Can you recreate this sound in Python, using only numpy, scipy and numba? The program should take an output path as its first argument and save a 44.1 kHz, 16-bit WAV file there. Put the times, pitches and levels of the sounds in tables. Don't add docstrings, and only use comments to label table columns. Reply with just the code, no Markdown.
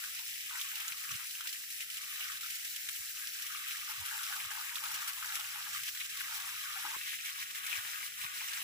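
import sys
import numpy as np
from scipy import signal
from scipy.fft import rfft, irfft, next_fast_len
from scipy.io import wavfile
from scipy.ndimage import uniform_filter1d, map_coordinates
from numba import njit

SR = 44100
rng = np.random.default_rng(int(sys.argv[2]) if len(sys.argv) > 2 else 0)


def materialize(psi):
    bounded = np.clip(np.atleast_2d(psi).T, -1, 1)
    quanta = np.round(bounded * 32767).astype(np.int16)
    wavfile.write(sys.argv[1], SR, quanta)


N = 380583
T = np.arange(N) / SR
SIZE = next_fast_len(N)
HZ = np.arange(SIZE // 2 + 1) * SR / SIZE

# t/s, body 1.7-4 kHz level/dB, treble above 4 kHz against the body/dB
SURGE = [(0, -51, 6), (.65, -49.5, 5), (1.6, -52.5, 7.5), (2.25, -49.5, 5), (3.0, -52.5, 8.5),
         (3.7, -49.5, 4), (4.4, -49, 5.5), (5.3, -49.5, 5), (6.0, -50, 5), (6.9, -48, 3.5), (7.3, -51, 3.5),
         (7.5, -47.5, 3), (7.75, -46.5, 2), (8.12, -50.5, 6), (8.3, -49, 4.5), (8.63, -47, 3.5)]
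# t/s, length/s, body lift/dB, treble lift/dB
FLURRIES = [(0.21, 0.052, -3, -0.5), (0.27, 0.042, 1.5, 1.5), (0.573, 0.072, -0.5, 2),
            (0.723, 0.028, -1, -2), (0.796, 0.026, 4.0, -0.5), (0.933, 0.036, -3.5, -3),
            (1.103, 0.066, 1.5, 1.5), (1.408, 0.03, 1.5, -3), (1.458, 0.034, 3, 0),
            (1.648, 0.056, -3.0, -2.0), (1.707, 0.032, -0.5, 2.0), (1.802, 0.026, 5, 1),
            (1.849, 0.06, -2, -3.5), (1.988, 0.024, -3.5, -3), (2.05, 0.025, -4, -1.5),
            (2.204, 0.056, 3, 0.5), (2.383, 0.033, -2, -4.5), (2.655, 0.027, 3, 1), (2.887, 0.011, 9.5, 5),
            (2.952, 0.022, 5, 0.5), (3.116, 0.036, -3.5, -1.0), (3.3, 0.029, -3, -1), (3.675, 0.06, 4.0, 3),
            (3.89, 0.035, 1, 2.5), (4.015, 0.03, -2, -3.5), (4.464, 0.042, 0, -4), (4.71, 0.032, -3, -1.5),
            (4.756, 0.025, -1, 1), (4.794, 0.032, -4, -0.5), (4.838, 0.053, 0, 2), (4.939, 0.028, 2, 3),
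            (5.074, 0.026, 3.5, 4.5), (5.11, 0.036, -2.5, -1), (5.322, 0.054, 3.5, 2),
            (5.734, 0.051, 3.5, 2), (5.857, 0.039, 4, 3.5), (5.896, 0.057, -3.5, 0), (5.999, 0.028, 7, -1),
            (6.067, 0.027, -3.5, -3), (6.193, 0.027, 4, 1.5), (6.335, 0.047, 1.5, 4),
            (7.06, 0.11, 4.5, 2.5), (7.161, 0.025, -3, -1), (7.214, 0.022, 0, -0.5), (7.245, 0.064, 5, 4),
            (7.318, 0.024, -4, 0), (7.4, 0.034, 3, 2), (7.444, 0.06, -3.5, -3), (7.517, 0.029, -7, -2.5),
            (7.594, 0.04, -4, -3.0), (7.693, 0.098, 1.5, 1.5), (7.804, 0.047, -3, -1.5),
            (8.084, 0.094, -2, -4), (8.21, 0.043, 3.5, 1), (8.267, 0.073, -1.5, -3.5)]
# t/s, f/Hz
EDGE = [(0.0, 1190), (0.41, 1500), (0.56, 815), (0.67, 1160), (0.88, 990), (1.33, 1230), (1.43, 1090),
        (1.74, 1590), (2.22, 990), (2.55, 1380), (3.03, 1480), (4.16, 700), (4.24, 990), (4.31, 700),
        (4.4, 720), (4.46, 970), (4.55, 690), (4.67, 870), (4.87, 706), (5.74, 790), (5.96, 1430),
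        (6.31, 715), (6.59, 1000), (6.95, 630), (6.975, 1010), (7.05, 1240), (7.19, 1140), (7.41, 940),
        (7.52, 1080), (7.75, 760), (8.0, 850), (8.13, 1280), (8.23, 870), (8.32, 964), (8.62, 815)]
# low f/Hz, high f/Hz
EDGE_BANDS = [(560, 770), (770, 1040), (1090, 1300), (1300, 1700)]
# open level/dB, shut level/dB, half-shut edge f/Hz, softness/octaves
EDGE_GATES = [(-71, -90, 840, 0.57), (-68, -86, 940, 0.41), (-57.5, -87, 1320, 0.36),
              (-53.5, -71, 1210, 0.7)]
# f/Hz, left gain/dB, right gain/dB
PORT_COLOUR = [(654, -4, -4), (1320, 3, -4.5), (2470, 2.5, -1.5), (2880, -0.5, 3), (4640, -7.5, -6),
               (5620, -4, -3.5), (6700, -8.5, -5), (8010, -14, 0), (9060, -9.5, -14), (10460, 0.5, -17),
               (11250, -5.5, -6.5), (12600, -5.5, -17), (15200, 0, -4), (16600, -2.5, -6)]
# f/Hz, likeness/0-1
RAIN_LIKENESS = [(700, 0.3), (1500, 0.95), (2300, 0.22), (3500, 0.2), (7000, 0.1), (10000, 0.1)]
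# t/s, lag/ms
PORT_LAG = [(0, 0.21), (3.5, 0.2), (6.955, 0.18), (6.975, 0.44), (8.63, 0.46)]
# t/s, ring level before its rise/dB, ring f/Hz,
# spray level before smoothing/dB, left minus right ring level/dB
NEAR_DROPS = [(0.038, -31, 1580, -39, 7), (0.059, -50, 2170, -43, 1), (0.15, -57, 6070, -48, -4),
              (0.188, -35, 2670, -42, 1), (0.267, -41, 5170, -50, -22), (0.354, -46, 8230, -49, -1.5),
              (0.378, -35, 2650, -50, -1.0), (0.406, -47, 2010, -42, 4), (0.555, -27, 2000, -55, 4),
              (0.613, -23, 3460, -35, -9), (0.648, -38, 2200, -52, 1), (0.673, -50, 2720, -55, -2.0),
              (0.688, -50, 3850, -51, -1.5), (0.755, -42, 2100, -37, -1.0), (0.802, -27, 3020, -37.5, -8),
              (0.881, -18, 7000, -36, -7), (0.922, -26, 2370, -44, 16), (1.039, -32, 1920, -44, 10),
              (1.093, -26, 2510, -45, -1.0), (1.11, -28, 5600, -48, 0), (1.116, -20, 6000, -39.5, 1),
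              (1.156, -24, 5580, -43, 1), (1.196, -37, 1340, -46, 6), (1.245, -42, 2240, -54, -1.0),
              (1.308, -39, 2810, -39, -2), (1.353, -25.5, 2780, -45, -1.0), (1.408, -30.5, 1520, -39, 6),
              (1.472, -27, 2780, -33.5, -7), (1.493, -26, 5000, -41, -14), (1.528, -27, 7630, -36, -16),
              (1.703, -34, 5950, -40, -7), (1.806, -26.5, 2700, -38, -1), (1.901, -46, 7800, -38.5, -2.5),
              (1.942, -45, 2940, -42, -2.0), (1.97, -40, 5600, -39, -2.0), (2.158, -33, 1960, -41, 10),
              (2.194, -40, 1320, -40, -0.5), (2.226, -27, 2550, -50, -3), (2.319, -34, 1750, -40, 5),
              (2.409, -46, 5640, -37.5, -8), (2.434, -25, 3800, -44, -4), (2.461, -35, 2360, -42, 0.0),
              (2.502, -30, 5450, -39, -2.0), (2.554, -39, 2700, -39, -1.0), (2.648, -29, 7290, -37, -2.5),
              (2.762, -28, 3150, -36, -2.0), (2.887, -37, 2900, -44, -5), (3.172, -42, 2790, -41, -1.5),
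              (3.252, -47, 2840, -48, -1.5), (3.272, -23, 5310, -40, 7), (3.333, -35, 3300, -41, -1.5),
              (3.397, -36, 1810, -52, 3), (3.422, -27, 5160, -37.5, 1), (3.465, -31, 2200, -38, 9),
              (3.542, -56, 1650, -60, 0.0), (3.71, -23, 2610, -49, 3), (3.769, -48, 1290, -41, -0.5),
              (3.999, -51, 1240, -54, 5), (4.033, -48, 1350, -58, 0.5), (4.052, -27, 2870, -39, -2),
              (4.059, -29, 10300, -51, 3), (4.083, -29, 2670, -42, -1.0), (4.116, -38, 1730, -50, 3.5),
              (4.131, -36, 1660, -48, 6), (4.233, -24, 5850, -35.5, 10), (4.266, -30, 2460, -37, 0.5),
              (4.326, -24, 1580, -40, 4), (4.363, -34, 1300, -39.5, 5.5), (4.402, -26, 2320, -42, 8),
              (4.516, -27.5, 1630, -43, 7), (4.573, -33, 1120, -56, 0.5), (4.613, -26, 8000, -52, 1.5),
              (4.757, -19.5, 3560, -36, -9), (4.838, -31, 1300, -35.5, 5), (4.943, -24, 6140, -37, 1),
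              (5.017, -43, 1340, -39.5, 2), (5.075, -43, 1370, -39, -5), (5.132, -52, 1620, -39, -1.5),
              (5.226, -30, 1260, -42, 0), (5.245, -30, 1520, -46, 9), (5.354, -26, 2290, -33, 1),
              (5.397, -37, 1360, -37, 6), (5.606, -31, 1640, -57, 6), (5.69, -25, 5530, -46, 0.0),
              (5.834, -31, 2750, -37, -0.5), (5.865, -36, 2720, -48, -1.5), (5.882, -28, 3160, -38, -2),
              (5.948, -55, 1740, -41.5, -0.5), (5.974, -37, 3710, -46, -2.0), (6.003, -38, 2700, -40, -6),
              (6.053, -54, 5780, -50, -1.5), (6.098, -36, 2990, -42, -0.5), (6.17, -28, 4970, -40, -0.5),
              (6.207, -38, 1610, -49, 7), (6.245, -37, 2050, -48, 1.5), (6.27, -36, 1670, -54, 8),
              (6.324, -39, 1630, -44, 0.5), (6.4, -33, 2920, -40, 6), (6.491, -31, 1630, -43, 5),
              (6.639, -40, 2610, -56, 0.0), (6.701, -40, 1650, -50, 5), (6.798, -33, 2220, -60, 1.0),
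              (6.828, -43, 2420, -45, 1.5), (6.851, -25.5, 916, -56, 5), (6.852, -28, 1250, -56, 0),
              (6.904, -28, 2110, -45, 3), (6.866, -32, 1330, -55, 3), (6.949, -27, 1090, -54, -3),
              (7.013, -26.5, 2630, -54, 8), (7.258, -29, 2170, -39.5, -8), (7.292, -28, 2080, -49, 6),
              (7.346, -49, 1950, -62, 3), (7.411, -34, 2870, -46, 4), (7.426, -27, 2200, -50, -4),
              (7.55, -31, 2130, -46, 7), (7.665, -30, 2260, -36, 5), (7.729, -20, 2510, -43, 14),
              (7.754, -39, 2150, -47, -2), (8.029, -25, 2180, -45, 2), (8.214, -27, 2440, -43, 0.0),
              (8.265, -28, 2310, -55, 9), (8.374, -32, 2100, -51, -3), (8.533, -27, 4420, -38, -7),
              (8.572, -35, 2240, -51, 1.0), (6.947, -29, 1720, -50, 2), (6.835, -33, 1800, -52, 3),
              (0.059, -28.0, 5770.0, -56, -1.0), (0.151, -24, 11070, -55.0, 8.0),
              (0.192, -28, 2670.0, -55.0, -1.0), (0.51, -33, 1420, -53, 7.0),
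              (0.579, -29.0, 5730.0, -55.0, -2.0), (0.602, -29.0, 5920.0, -55.0, -3.0),
              (0.607, -24, 10530.0, -55.0, 10), (0.689, -26, 6500.0, -55.0, -4.0),
              (0.77, -30, 2780.0, -49, -2.0), (0.781, -29.0, 10360.0, -48, 7.0),
              (0.809, -36, 1830.0, -55.0, 9.0), (0.848, -31, 1740.0, -55.0, 5.0),
              (0.921, -30.0, 4240.0, -55.0, -1.0), (1.638, -35, 1900, -55.0, 4),
              (1.821, -36, 3040.0, -55.0, 0.0), (2.204, -36, 1420.0, -55.0, 5),
              (2.243, -23, 5040.0, -55.0, 2), (2.438, -46, 1440.0, -55.0, 3.0),
              (2.462, -38, 1870.0, -55.0, 5.0), (2.668, -28, 7690.0, -51, -4.0),
              (3.172, -28, 2860.0, -55.0, -2.0), (3.953, -42, 1600, -57, 8.0),
              (4.033, -30.0, 5080.0, -55.0, -1.0), (4.061, -20, 10200, -55.0, 14),
              (4.212, -33, 1430, -50, 6.0), (4.266, -23, 5400, -48, 0.0), (4.45, -33, 1280, -55.0, 2),
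              (4.518, -30.0, 2130.0, -55.0, 0.0), (4.77, -32, 1310.0, -53, 6),
              (4.859, -24, 3660.0, -52, -2), (4.913, -32, 1310, -41, 3.0), (4.919, -22, 10060.0, -51, 14),
              (4.953, -26, 3060, -55.0, 0.0), (4.961, -23, 6120.0, -55.0, 0.0),
              (5.26, -22, 6180.0, -53, -3.0), (5.355, -20, 6160, -57, -2.0), (5.368, -33, 1400.0, -57, 2.0),
              (5.575, -37, 1360.0, -57, 2), (5.585, -35, 1280, -59, -1), (5.732, -30, 5750.0, -55.0, 0.0),
              (5.885, -34, 1700.0, -55.0, 16), (5.89, -33, 3080.0, -55.0, -2.0),
              (5.95, -36, 1640, -55.0, 11), (5.975, -28.0, 3770.0, -55.0, -4.0),
              (6.021, -40, 1720, -57, 6.0), (6.152, -38, 1550.0, -55.0, 7.0),
              (6.225, -44, 1440.0, -55.0, 2), (6.245, -34, 1980.0, -55.0, 7.0),
              (6.273, -35, 1720.0, -55.0, 9.0), (6.355, -27, 5120.0, -55.0, -4.0),
              (6.422, -27, 6030.0, -46, -3.0), (6.586, -33, 5250.0, -55.0, -2.0),
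              (6.64, -29, 2390.0, -57, -1.0), (6.701, -34, 1740.0, -55.0, 8.0),
              (6.799, -42, 1340.0, -59, 4), (6.828, -24, 10270.0, -55.0, 15),
              (7.132, -29, 1830, -55.0, 7.0), (7.251, -26, 10770.0, -55.0, 11.0),
              (7.282, -30, 2260.0, -55.0, -3), (7.36, -32, 2300.0, -55.0, 10),
              (7.558, -31, 1870.0, -55.0, 7.0), (7.753, -28, 2350.0, -55.0, 9),
              (7.761, -30, 4010.0, -55.0, -3.0), (7.772, -24, 5470.0, -55.0, -9.0),
              (7.79, -28.5, 1800, -55.0, -2), (7.85, -30, 1750, -55.0, 4.0),
              (7.934, -28.5, 1960.0, -53, 5.0), (7.949, -27, 10700, -53, 7.0),
              (7.973, -35, 1700.0, -55.0, -6), (7.981, -27, 10400.0, -55.0, 6.0),
              (8.265, -36, 1890, -57, 1), (8.297, -37, 1830.0, -55.0, 4), (8.374, -28, 4820.0, -55.0, -4.0),
              (8.407, -30, 1790, -57, 4.0), (8.533, -24.5, 6050.0, -53, -4), (8.534, -28, 1780, -46, 7),
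              (8.585, -32, 1780, -55.0, 6)]
# delay/ms, level/dB
ECHOES = [(2.6, -24.5), (4.8, -10.5), (8.0, -8.5)]
# t/s, length/s, level before the fade/dB,
# centre f/Hz, left minus right level/dB
EDGE_BURSTS = [(0.19, 0.06, -62.5, 1000, 7), (0.518, 0.075, -54, 1010, 7), (1.2, 0.057, -63, 1010, 7),
               (1.43, 0.045, -62, 1020, 7), (4.575, 0.019, -49, 900, 4), (4.645, 0.03, -57, 920, 5),
               (0.721, 0.235, -63.5, 930, 16), (5.385, 0.068, -61, 820, 15),
               (7.378, 0.056, -62, 1060, 13.5), (7.68, 0.14, -61.5, 980, -1.5),
               (7.847, 0.068, -62, 920, 12), (8.019, 0.045, -66, 1030, 13), (8.184, 0.031, -64, 1030, 13),
               (8.228, 0.042, -59, 1070, 17), (8.352, 0.03, -62, 1020, 8), (8.41, 0.034, -55, 980, 5),
               (8.498, 0.036, -62, 972, -3), (8.568, 0.062, -60, 990, 5), (3.891, 0.057, -53, 970, 1),
               (4.005, 0.046, -55, 890, 12), (4.111, 0.08, -50.5, 890, 7), (4.298, 0.036, -50, 810, 7),
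               (4.354, 0.079, -56, 871, 7.5), (4.506, 0.13, -54.5, 900, 5), (4.707, 0.056, -54.5, 980, 8),
               (4.823, 0.12, -51.5, 910, 12), (4.951, 0.05, -53, 880, 11), (5.011, 0.074, -56.5, 990, 5.5),
               (5.072, 0.037, -56, 1000, -2), (5.164, 0.036, -52, 992, 4), (5.208, 0.032, -65, 907, 0.0),
               (5.238, 0.062, -54, 920, 7), (5.294, 0.056, -56, 857, 14), (5.545, 0.05, -51, 905, 0.0),
               (5.659, 0.03, -51.5, 930, 3.0), (6.291, 0.19, -56, 875, 7), (6.466, 0.082, -54.5, 1030, 2),
               (6.754, 0.054, -50.5, 805, 9), (6.841, 0.091, -49.5, 910, 2), (6.933, 0.046, -46, 1080, 5),
               (0.019, 0.043, -53, 1550, 2), (0.526, 0.063, -50, 1410, 9), (0.759, 0.055, -53, 1520, 6.0),
               (0.819, 0.049, -52, 1440, 6.0), (0.869, 0.07, -48, 1470, 5.0),
               (0.999, 0.027, -59, 1520, 9.5), (1.188, 0.053, -52.5, 1340, 8.5),
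               (1.4, 0.032, -49, 1450, 10), (1.45, 0.034, -48, 1560, 7), (2.082, 0.038, -60, 1420, 4),
               (2.156, 0.14, -54, 1390, -2), (2.294, 0.097, -55, 1510, 1), (2.427, 0.046, -46.5, 1420, 2),
               (3.347, 0.026, -51, 1560, 11), (3.391, 0.052, -54, 1670, 7.0),
               (3.485, 0.054, -50, 1310, 9.5), (3.613, 0.028, -53, 1300, 3), (3.661, 0.1, -51, 1400, 1),
               (3.76, 0.032, -56, 1310, -1), (3.873, 0.054, -45.5, 1370, 5.5), (4.12, 0.048, -46, 1570, 5),
               (4.186, 0.085, -48, 1430, 3), (4.316, 0.024, -46, 1500, 8), (4.352, 0.035, -49, 1330, 3),
               (4.57, 0.019, -49, 1450, 4), (4.751, 0.025, -44, 1340, 5.5), (4.831, 0.041, -46, 1390, 5.0),
               (4.899, 0.029, -48, 1350, 3), (5.017, 0.036, -44, 1330, 3.0), (5.078, 0.04, -45, 1460, 3),
               (5.218, 0.035, -45, 1470, 9), (5.276, 0.058, -45, 1510, 0), (5.741, 0.027, -40, 1300, 4),
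               (6.192, 0.028, -41, 1560, 7.0), (6.268, 0.041, -53, 1420, 4), (6.318, 0.036, -47, 1410, -3),
               (6.669, 0.048, -45, 1290, 5.0), (6.753, 0.028, -43, 1510, 5),
               (6.83, 0.088, -49.5, 1470, 4.0), (6.932, 0.028, -56, 1360, 3.5)]
# t/s, nominal peak level/dB, starting f/Hz, left minus right level/dB,
# length (at least 0.01 is played)/s, pitch fall/share, roughness/ratio
THUMPS = [(0.915, -61, 160, -18, 0.0083, .2, 1.1), (1.083, -55.5, 149, -31, 0.1, 0.24, 1.4),
          (2.977, -67, 114, 17, 0.052, 0.23, 1), (3.971, -54.5, 130, -27, 0.08, 0.66, 0.47),
          (4.433, -57, 108, -26, 0.051, 0.35, 0.92), (6.822, -66, 348, -11, 0.1, .05, .5),
          (7.402, -68, 75, -5, 0.059, .2, 1), (7.764, -60, 100, -4, 0.045, 0.18, 0.93),
          (7.84, -71, 130, -3, .04, .1, 1.5), (8.2, -70, 90, 0, .04, .1, 1.2),
          (8.233, -58.5, 130, 4, 0.047, .2, 1.8)]
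# t/s, peak level/dB, f/Hz, left minus right level/dB, length/s
CLICKS = [(6.965, -49, 322, 9, 0.0025)]
# f/Hz, relative level/dB
FLOOR_COLOUR = [(18, -35), (30, 0), (49, -7.5), (119, -6), (170, -6.5), (235, -11.5), (329, -12.5),
                (455, -12), (600, -12.5), (780, -30), (1320, -120)]
# t/s, level/dB
FLOOR_LEVEL = [(0, -78), (3.75, -78), (4.3, -75), (5.2, -77), (7.5, -76.5), (8.63, -74.5)]
# f/Hz, likeness/0-1
FLOOR_LIKENESS = [(30, 0.4), (100, 0.88), (300, 0.77), (600, 0.7)]
# t/s, level/dB
HUM_LEVEL = [(3.75, -98), (3.92, -79), (4.2, -85), (4.6, -95), (4.75, -91), (4.93, -74), (5.04, -85),
             (5.22, -78), (5.55, -85), (5.63, -101), (5.73, -76), (5.95, -82), (6.05, -83), (6.2, -78),
             (6.35, -84), (6.55, -80), (6.8, -80), (7.05, -99)]

GUST_DB, TREBLE_SHARE = 0.32, 0.076
DIP_DB, DIP_S = -0.5, 0.006
DIP_PULL_OCT = 0.071
EDGE_JITTER_OCT, BAND_JITTER_OCT = 0.16, 0.071
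EDGE_SHARE = 0.33
SINK_OCT_PER_DB = 0.01
FLURRY_RAMP_S = 0.0059
DROP_RISE = 0.47
SPRAY_RISE_S, SPRAY_DECAY_S, SPRAY_TILT_DB_OCT = 0.0032, 0.0086, -1.5
BURST_WIDTH, BURST_LOW_HZ = 0.27, 727
BURST_RAMP_S, BURST_FADE_DB = 0.0053, -4.5
THUMP_LOW_HZ, THUMP_GRAIN = 40, 0.77
HUM_HZ, HUM_WAVER_HZ, HUM_WAVER_DB = 115, 0.6, 1.5
TOP_HZ = 15500


def rain():
    wet = shape(hiss() + undb(-9.5) * patter(), undb(over_hz(PORT_COLOUR)))
    body_db, treble_db = curves(SURGE)
    quick, near = walk(30), near_drop_bumps()
    body_lift_db, treble_lift_db = flurries()
    gust_db = GUST_DB * walk(13) + DIP_DB * near

    body = unit(band(wet, 1666, 4050, skirt_hz=97))
    out = undb(body_db + body_lift_db + gust_db + 0.18 * quick) * body

    treble_bands = ((4000, 6500), (6500, 9000), (9000, 12500), (12500, 20000))
    treble = sum(undb(0.85 * walk(24)) * band(wet, lo, hi, skirt_hz=275) for lo, hi in treble_bands)
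    treble_level_db = body_db + treble_db + treble_lift_db + TREBLE_SHARE * gust_db + 0.47 * quick
    out += undb(treble_level_db) * unit(treble)

    edge_oct = np.log2(curves(EDGE)[0]) + EDGE_JITTER_OCT * walk(14)
    edge_oct = edge_oct - DIP_PULL_OCT * near - SINK_OCT_PER_DB * body_lift_db
    edge_lift_db = EDGE_SHARE * (body_lift_db + gust_db) + 1.5 * walk(16)
    for (lo, hi), (open_db, shut_db, half_hz, octaves) in zip(EDGE_BANDS, EDGE_GATES):
        above_oct = edge_oct + BAND_JITTER_OCT * walk(12) - np.log2(half_hz)
        shut = (1 + np.tanh(above_oct / octaves)) / 2
        level_db = open_db + (shut_db - open_db) * shut + edge_lift_db
        out += undb(level_db) * patchy(wet, lo, hi, 4.0, 22)
    return out


def hiss():
    common, own = rng.standard_normal(N), rng.standard_normal((2, N))
    left_position = np.arange(N) - curves(PORT_LAG)[0] * SR / 1000
    late = map_coordinates(common, [left_position], order=3, mode="mirror")
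    like = np.clip(over_hz(RAIN_LIKENESS)[0], 0, 1)
    return shape(np.array([late, common]), np.sqrt(like)) + shape(own, np.sqrt(1 - like))


def patter(count=16000):
    when, pitch, strength, ringing, side, direction = rng.random((count, 6)).T
    s = when * N / SR
    hz = 700 * (15000 / 700) ** pitch
    db = np.minimum(-4.0 * np.log(1 - strength), 12) + 4.2 * np.log2(hz / 3000)
    lag_ms = np.interp(s, *np.transpose(PORT_LAG)) - .22 * direction ** 2
    return unit(ticks(s, hz, 2.0 + 5.5 * ringing, db, 14 * (side - .5), lag_ms))


def flurries():
    out = np.zeros((2, N))
    for s, length, *lifts in FLURRIES:
        at = slice(int((s - FLURRY_RAMP_S) * SR), int((s + length + FLURRY_RAMP_S) * SR))
        inside_s = np.minimum(T[at] - s, s + length - T[at])
        gate = np.clip(inside_s / FLURRY_RAMP_S + .5, 0, 1)
        out[:, at] += gate * np.array(lifts)[:, None]
    return out


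def near_drop_bumps():
    s, db = np.transpose(NEAR_DROPS)[:2]
    hits = np.zeros(N)
    hits[(s * SR).astype(int)] = undb((db + 26) / 2)
    bump = np.hanning(int(2 * DIP_S * SR))
    return np.tanh(signal.fftconvolve(hits, bump, mode="same"))


def near_drops():
    s, db, hz, spray_db, pan_db = np.transpose(NEAR_DROPS)
    ring = ticks(s, hz, np.full(len(s), 6.0), db, pan_db, np.full(len(s), .03))

    hits = np.zeros(N)
    hits[(s * SR).astype(int)] = undb(spray_db)
    fading = signal.lfilter([1], [1, -np.exp(-1 / (SPRAY_DECAY_S * SR))], hits)
    fading = uniform_filter1d(fading, int(SPRAY_RISE_S * SR))
    fine = band(rng.standard_normal((2, N)), 2370, 24700, skirt_hz=704)
    colour_db = over_hz(PORT_COLOUR) + SPRAY_TILT_DB_OCT * np.log2(1 + HZ / 6000)
    spray = fading * unit(shape(fine, undb(colour_db)))
    return band(ring, 770, 20000) + band(spray, 1500, 20000, skirt_hz=200)


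def ticks(s, hz, cycles, db, pan_db, lag_ms):
    left_late, right_late = np.maximum(lag_ms, 0) / 1000, np.maximum(-lag_ms, 0) / 1000
    ports = []
    for late, side in ((left_late, 1), (right_late, -1)):
        start = ((s + late) * SR).astype(np.int64)
        size = undb(db + side * pan_db / 2)
        ports.append(grains(start, hz, cycles, size, DROP_RISE, N, float(SR)))
    direct = np.array(ports)
    echoes = sum(undb(echo_db) * np.roll(direct, int(ms * SR / 1000), axis=1) for ms, echo_db in ECHOES)
    return direct + echoes


@njit
def grains(start, hz, cycles, size, rise, n, sr):
    out = np.zeros(n)
    for k in range(len(start)):
        turn = np.exp(complex(-3 * hz[k] / cycles[k] / sr, 2 * np.pi * hz[k] / sr))
        opening, shut = np.exp(-hz[k] / rise / sr), 1.
        z = complex(size[k], 0.)
        for i in range(start[k], min(n, start[k] + int(2 * cycles[k] * sr / hz[k]))):
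            out[i] += z.imag * (1 - shut) ** 2
            z *= turn
            shut *= opening
    return out


def edge_bursts():
    out, noise = np.zeros((2, N)), hiss()
    for s, length, db, hz, pan_db in EDGE_BURSTS:
        t = np.arange(int(length * SR)) / SR
        edges = hz * (1 + BURST_WIDTH * np.array([-.5, .5]))
        sos = signal.butter(3, edges, "bandpass", fs=SR, output="sos")
        start = int(s * SR)
        burst = signal.sosfiltfilt(sos, noise[:, start:start + 2 * len(t)])[:, :len(t)]
        gate = np.sin(np.pi / 2 * np.clip(np.minimum(t, length - t) / BURST_RAMP_S, 0, 1)) ** 2
        fade = undb(BURST_FADE_DB * (t / length + 1.0))
        add(out, s, db, pan_db, unit(burst) * gate * fade)
    return band(out, BURST_LOW_HZ, 20000)


def thumps():
    out = np.zeros((2, N))
    for s, db, hz, pan_db, length, fall, rough in THUMPS:
        t = np.arange(int(max(length, .01) * SR)) / SR
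        k = int(THUMP_GRAIN * SR / min(hz, 200))
        wander = uniform_filter1d(uniform_filter1d(rng.standard_normal((2, SR // 5)), k), k)
        wander = wander[:, :len(t)] * np.sqrt(k)
        tone = np.exp(2j * np.pi * hz * t * (1 - fall * t / length / 2))
        puff = np.real((1 + rough * (wander[0] + 1j * wander[1])) * tone)
        puff = puff / np.sqrt(2 * np.mean(puff ** 2))
        add(out, s, db, pan_db, signal.windows.tukey(len(t), .7) * puff)
    out = band(out, THUMP_LOW_HZ, 2000, skirt_hz=20)
    for s, db, hz, pan_db, length in CLICKS:
        t = np.arange(int(length * SR)) / SR
        add(out, s, db, pan_db, signal.windows.tukey(len(t), .6) * np.sin(2 * np.pi * hz * t))
    return out


def floor():
    like = np.clip(over_hz(FLOOR_LIKENESS)[0], 0, 1)
    common = shape(rng.standard_normal(N), np.sqrt(like))
    noise = common + shape(rng.standard_normal((2, N)), np.sqrt(1 - like))
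    dark = patchy(shape(noise, undb(over_hz(FLOOR_COLOUR)[0])), 26, 710, 3.0, 7, count=5)
    phase = 2 * np.pi * np.cumsum(HUM_HZ + HUM_WAVER_HZ * walk(8)) / SR
    hum = np.sqrt(2) * np.sin(phase)
    dark_db = curves(FLOOR_LEVEL)[0] + 0.86 * walk(5.24)
    hum_db = curves(HUM_LEVEL)[0] + HUM_WAVER_DB * walk(7.1)
    return undb(dark_db) * dark + undb(hum_db) * hum


def patchy(x, lo_hz, hi_hz, flicker_db, rate, count=3):
    edges = np.geomspace(lo_hz, hi_hz, count + 1)
    parts = []
    for lo, hi in zip(edges, edges[1:]):
        level = walk(rate)
        level = np.where(level > 0, np.tanh(level), level)
        parts.append(undb(flicker_db * level) * band(x, lo, hi))
    return unit(sum(parts))


def walk(rate):
    k = int(SR / rate)
    held = np.repeat(rng.standard_normal(N // k + 1), k)
    return uniform_filter1d(uniform_filter1d(held, k), k)[:N]


def add(out, s, db, pan_db, wave):
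    sides = undb(np.array([[pan_db], [-pan_db]]) / 2)
    i = int(s * SR)
    out[:, i:i + wave.shape[-1]] += undb(db) * wave * sides / sides.mean()


def band(x, lo_hz, hi_hz, skirt_hz=25):
    return shape(x, (np.tanh((HZ - lo_hz) / skirt_hz) - np.tanh((HZ - hi_hz) / skirt_hz)) / 2)


def shape(x, gain):
    return irfft(rfft(x, SIZE) * gain, SIZE)[..., :N]


def over_hz(table):
    hz, *columns = np.transpose(table)
    return np.array([np.interp(np.log(HZ + 1), np.log(hz), c) for c in columns])


def curves(table):
    s, *columns = np.transpose(table)
    return [np.interp(T, s, c) for c in columns]


def unit(x):
    return x / np.sqrt(np.mean(np.mean(np.atleast_2d(x), axis=0) ** 2))


def undb(db):
    return 10 ** (np.asarray(db) / 20)


def scene():
    return rain() + near_drops() + edge_bursts() + thumps() + floor()


def record(dry):
    return signal.sosfilt(signal.ellip(12, .2, 70, TOP_HZ, fs=SR, output="sos"), dry)


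dry = scene()
out = record(dry)
materialize(out)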